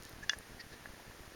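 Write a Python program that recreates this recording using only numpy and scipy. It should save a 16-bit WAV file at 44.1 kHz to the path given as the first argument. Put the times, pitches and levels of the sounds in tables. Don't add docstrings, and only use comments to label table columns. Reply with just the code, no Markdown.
import sys
import numpy as np
from scipy import signal
from scipy.fft import rfft, irfft
from scipy.io import wavfile

SR = 44100
rng = np.random.default_rng(int(sys.argv[2]) if len(sys.argv) > 2 else 0)


def waveform_to_disk(signal):
    frames = np.transpose(np.atleast_2d(signal))
    scaled = np.clip(frames, -1, 1) * 32767
    samples = np.round(scaled).astype(np.int16)
    wavfile.write(sys.argv[1], SR, samples)


N = 59535

# (frequency [Hz], relative level [dB], time to fall 60 dB [s])
CASE_MODES = [(675, -8.9, 0.0209), (1122, -16.2, 0.0144), (1785, -8.0, 0.0179), (1716, -3.9, 0.0368),
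              (1937, -6.1, 0.0168), (2524, -12.9, 0.0118), (2834, -12.3, 0.0406), (3458, -6.2, 0.0318),
              (4144, -11.6, 0.0078), (4595, -13.1, 0.0074), (5028, -5.5, 0.0067), (5671, -1.5, 0.0032),
              (6078, -15.8, 0.0098)]


def undb(db):
    return 10 ** (np.asarray(db) / 20)


def unit(x):
    return x / np.sqrt(np.mean(x ** 2))


def band(x, hz, width_hz):
    return signal.lfilter(*signal.iirpeak(hz, hz / width_hz, fs=SR), x)


def hiss(hz, width_hz):
    return unit(band(band(rng.standard_normal(N), hz, width_hz), hz, width_hz))


def impulse(at, hz, width_hz):
    spike = signal.unit_impulse(N, int(at * SR))
    click = band(band(spike, hz, width_hz), hz, width_hz)
    return click / np.abs(click).max()


def burst(sound, at, half, db):
    pressure = np.exp(-.5 * ((np.arange(N) / SR - at) / half) ** 2)
    return undb(db) * unit(pressure * sound) * np.sqrt(np.mean(pressure ** 2))


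def ring(at, modes):
    age = np.maximum(np.arange(N) / SR - at, 0)
    return sum(undb(db) * np.sin(2 * np.pi * hz * age) * np.exp(-np.log(1000) * age / t60)
               for hz, db, t60 in modes)


def slope_air():
    # (frequency [Hz], relative level [dB])
    air_spectrum = [(20, -16), (45, -38), (90, -9.5), (160, -15), (350, -10), (650, -14), (1200, -15),
                    (1500, -13.5), (1780, -11), (2100, -15.5), (3000, -19.5), (4100, -20.5), (4650, -20),
                    (5500, -21), (6800, -21.5), (9000, -24), (11500, -26), (13000, -29), (17000, -33.5)]
    # (time [s], level [dB])
    rumble_levels = [(0, -74.5), (.18, -68), (.3, -82), (.44, -72), (.54, -75), (.66, -94), (1, -86),
                     (1.1, -62.5), (1.22, -68), (1.35, -62)]
    hz, db = np.array(air_spectrum).T
    bin_hz = np.arange(N // 2 + 1) * SR / N
    colour = undb(np.interp(np.log(bin_hz + 1), np.log(hz), db))
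    steady = unit(irfft(rfft(rng.standard_normal(N)) * colour, N))
    gust = undb(np.interp(np.arange(N) / SR, *np.array(rumble_levels).T))
    return undb(-55.5) * steady + gust * hiss(hz=39.7, width_hz=54)


def wind_pops():
    # (time [s], half length [s])
    eddies = [(.0075, .0016), (.0577, 0.0014), (.1336, 0.00095), (.1378, 0.002), (.157, 0.0006),
              (.166, 0.0023), (.185, 0.0014), (.1911, 0.00087), (.2105, 0.0012), (.2296, 0.0034),
              (.243, 0.00091), (.2635, 0.002), (.3705, 0.0013), (.3772, 0.0021), (.4003, 0.0017),
              (.4085, 0.00037), (.497, 0.0005), (.5084, 0.0023), (.5208, 0.0021), (.5331, 0.00057),
              (.5488, 0.0021), (.5703, .0013), (.6405, 0.00089), (.6669, 0.0018), (.7216, 0.0015),
              (.7349, 0.00082), (.7422, 0.0012), (.8547, 0.00072), (.8748, 0.0014), (.903, 0.0045),
              (.9369, 0.0012), (1.0691, 0.0011), (1.0819, 0.0023), (1.1001, 0.0025), (1.2086, 0.0037),
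              (1.2783, 0.0021)]
    rise, release = 0.19, 0.89
    flecks_per_s, fleck_rise_s = 100, 0.00026
    t = np.arange(N) / SR
    pops = np.zeros(N)
    for k, (at, half) in enumerate(eddies):
        age = (t - at) / half + .5
        onset = .5 * (1 + np.tanh(age / rise))
        pops += (-1) ** k * onset * np.exp(-np.maximum(age, 0) / release)
    kicks = (rng.random(N) < flecks_per_s / SR) * rng.uniform(-1.26, 1, N)
    fleck_age = t[:N // 20] / fleck_rise_s
    flecks = signal.fftconvolve(kicks, fleck_age * np.exp(1 - fleck_age))[:N]
    return undb(-40) * pops + undb(-45.5) * flecks


def dry_ticks():
    # (time [s], peak level [dB], centre [Hz], width [Hz])
    tiny_ticks = [(0.0244, -34.5, 5500, 5950), (.0344, -33, 7400, 8000), (.0521, -30.5, 6460, 7350),
                  (.0946, -32.5, 11900, 11000), (0.1283, -40, 4600, 6100), (.3875, -31, 9540, 3500)]
    return sum(undb(db) * impulse(at, hz, width_hz) for at, db, hz, width_hz in tiny_ticks)


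def finger_scuffs():
    # (middle [s], half length [s], ring [Hz], ring level [dB],
    # rasp centre [Hz], rasp width [Hz], rasp level [dB])
    rubs = [(0.068, 0.022, 1760, -64.5, 4400, 3040, -60.5), (0.237, 0.0074, 1690, -45.5, 6030, 2500, -56.5),
            (.316, 0.015, 1693, -49.5, 5370, 2200, -54), (0.336, 0.0081, 1760, -68, 5730, 2800, -53.5),
            (0.608, 0.0075, 1883, -47.5, 4730, 850, -50), (0.734, 0.012, 1750, -57, 4500, 3550, -59)]
    out = np.zeros(N)
    for at, half, ring_hz, ring_db, rasp_hz, rasp_width_hz, rasp_db in rubs:
        body = hiss(ring_hz, width_hz=116) + undb(-11) * hiss(ring_hz, width_hz=2500)
        rasp = hiss(rasp_hz, rasp_width_hz)
        out += burst(body, at, half, ring_db) + burst(rasp, at, half, rasp_db)
    return out


def control_snap():
    # (time [s], relative level [dB])
    snap_contacts = [(0.29393, -17.0), (0.29502, -9.3), (0.29567, 3.3)]
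    low_hz, high_hz = 2200, 7200
    case = sum(undb(db) * ring(at, CASE_MODES) for at, db in snap_contacts)
    case = signal.sosfilt(signal.butter(2, low_hz, "high", fs=SR, output="sos"), case)
    case = signal.sosfilt(signal.butter(8, high_hz, fs=SR, output="sos"), case)
    crack = sum(undb(db) * impulse(at, hz=7600, width_hz=1800) for at, db in snap_contacts)
    return undb(-19.8) * (case + undb(-13.5) * crack)


def grip_creaks():
    # (middle [s], half length [s], crunch level [dB], case ring level [dB])
    grip_shifts = [(0.335, 0.012, -59, -77), (0.8598, .002, -54, -70), (1.002, 0.0059, -53.5, -79),
                   (1.052, 0.0018, -53, -58.5), (1.114, 0.0032, -54.5, -62), (1.235, 0.0023, -55, -57.5)]
    out = np.zeros(N)
    for at, half, crunch_db, ring_db in grip_shifts:
        out += burst(hiss(hz=702, width_hz=600), at, half, crunch_db)
        out += burst(hiss(hz=1640, width_hz=270), at, half, ring_db)
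    return out


def case_bumps():
    # (time [s], relative level [dB])
    soft_contacts = [(.3333, -29), (.8575, -35)]
    low_hz, high_hz = 900, 2200
    case = sum(undb(db) * ring(at, CASE_MODES) for at, db in soft_contacts)
    dull = signal.sosfilt(signal.butter(4, high_hz, fs=SR, output="sos"), case)
    return signal.sosfilt(signal.butter(2, low_hz, "high", fs=SR, output="sos"), dull)


def scene():
    handling = control_snap() + case_bumps() + grip_creaks() + finger_scuffs()
    return (handling + dry_ticks() + wind_pops() + slope_air())[None]


def record(dry):
    notch_hz, notch_width_hz, top_hz = 7825, 1530, 17300
    notched = signal.lfilter(*signal.iirnotch(notch_hz, notch_hz / notch_width_hz, fs=SR), dry)
    return signal.sosfilt(signal.ellip(10, .2, 70, top_hz, fs=SR, output="sos"), notched)


dry = scene()
out = record(dry)
waveform_to_disk(out)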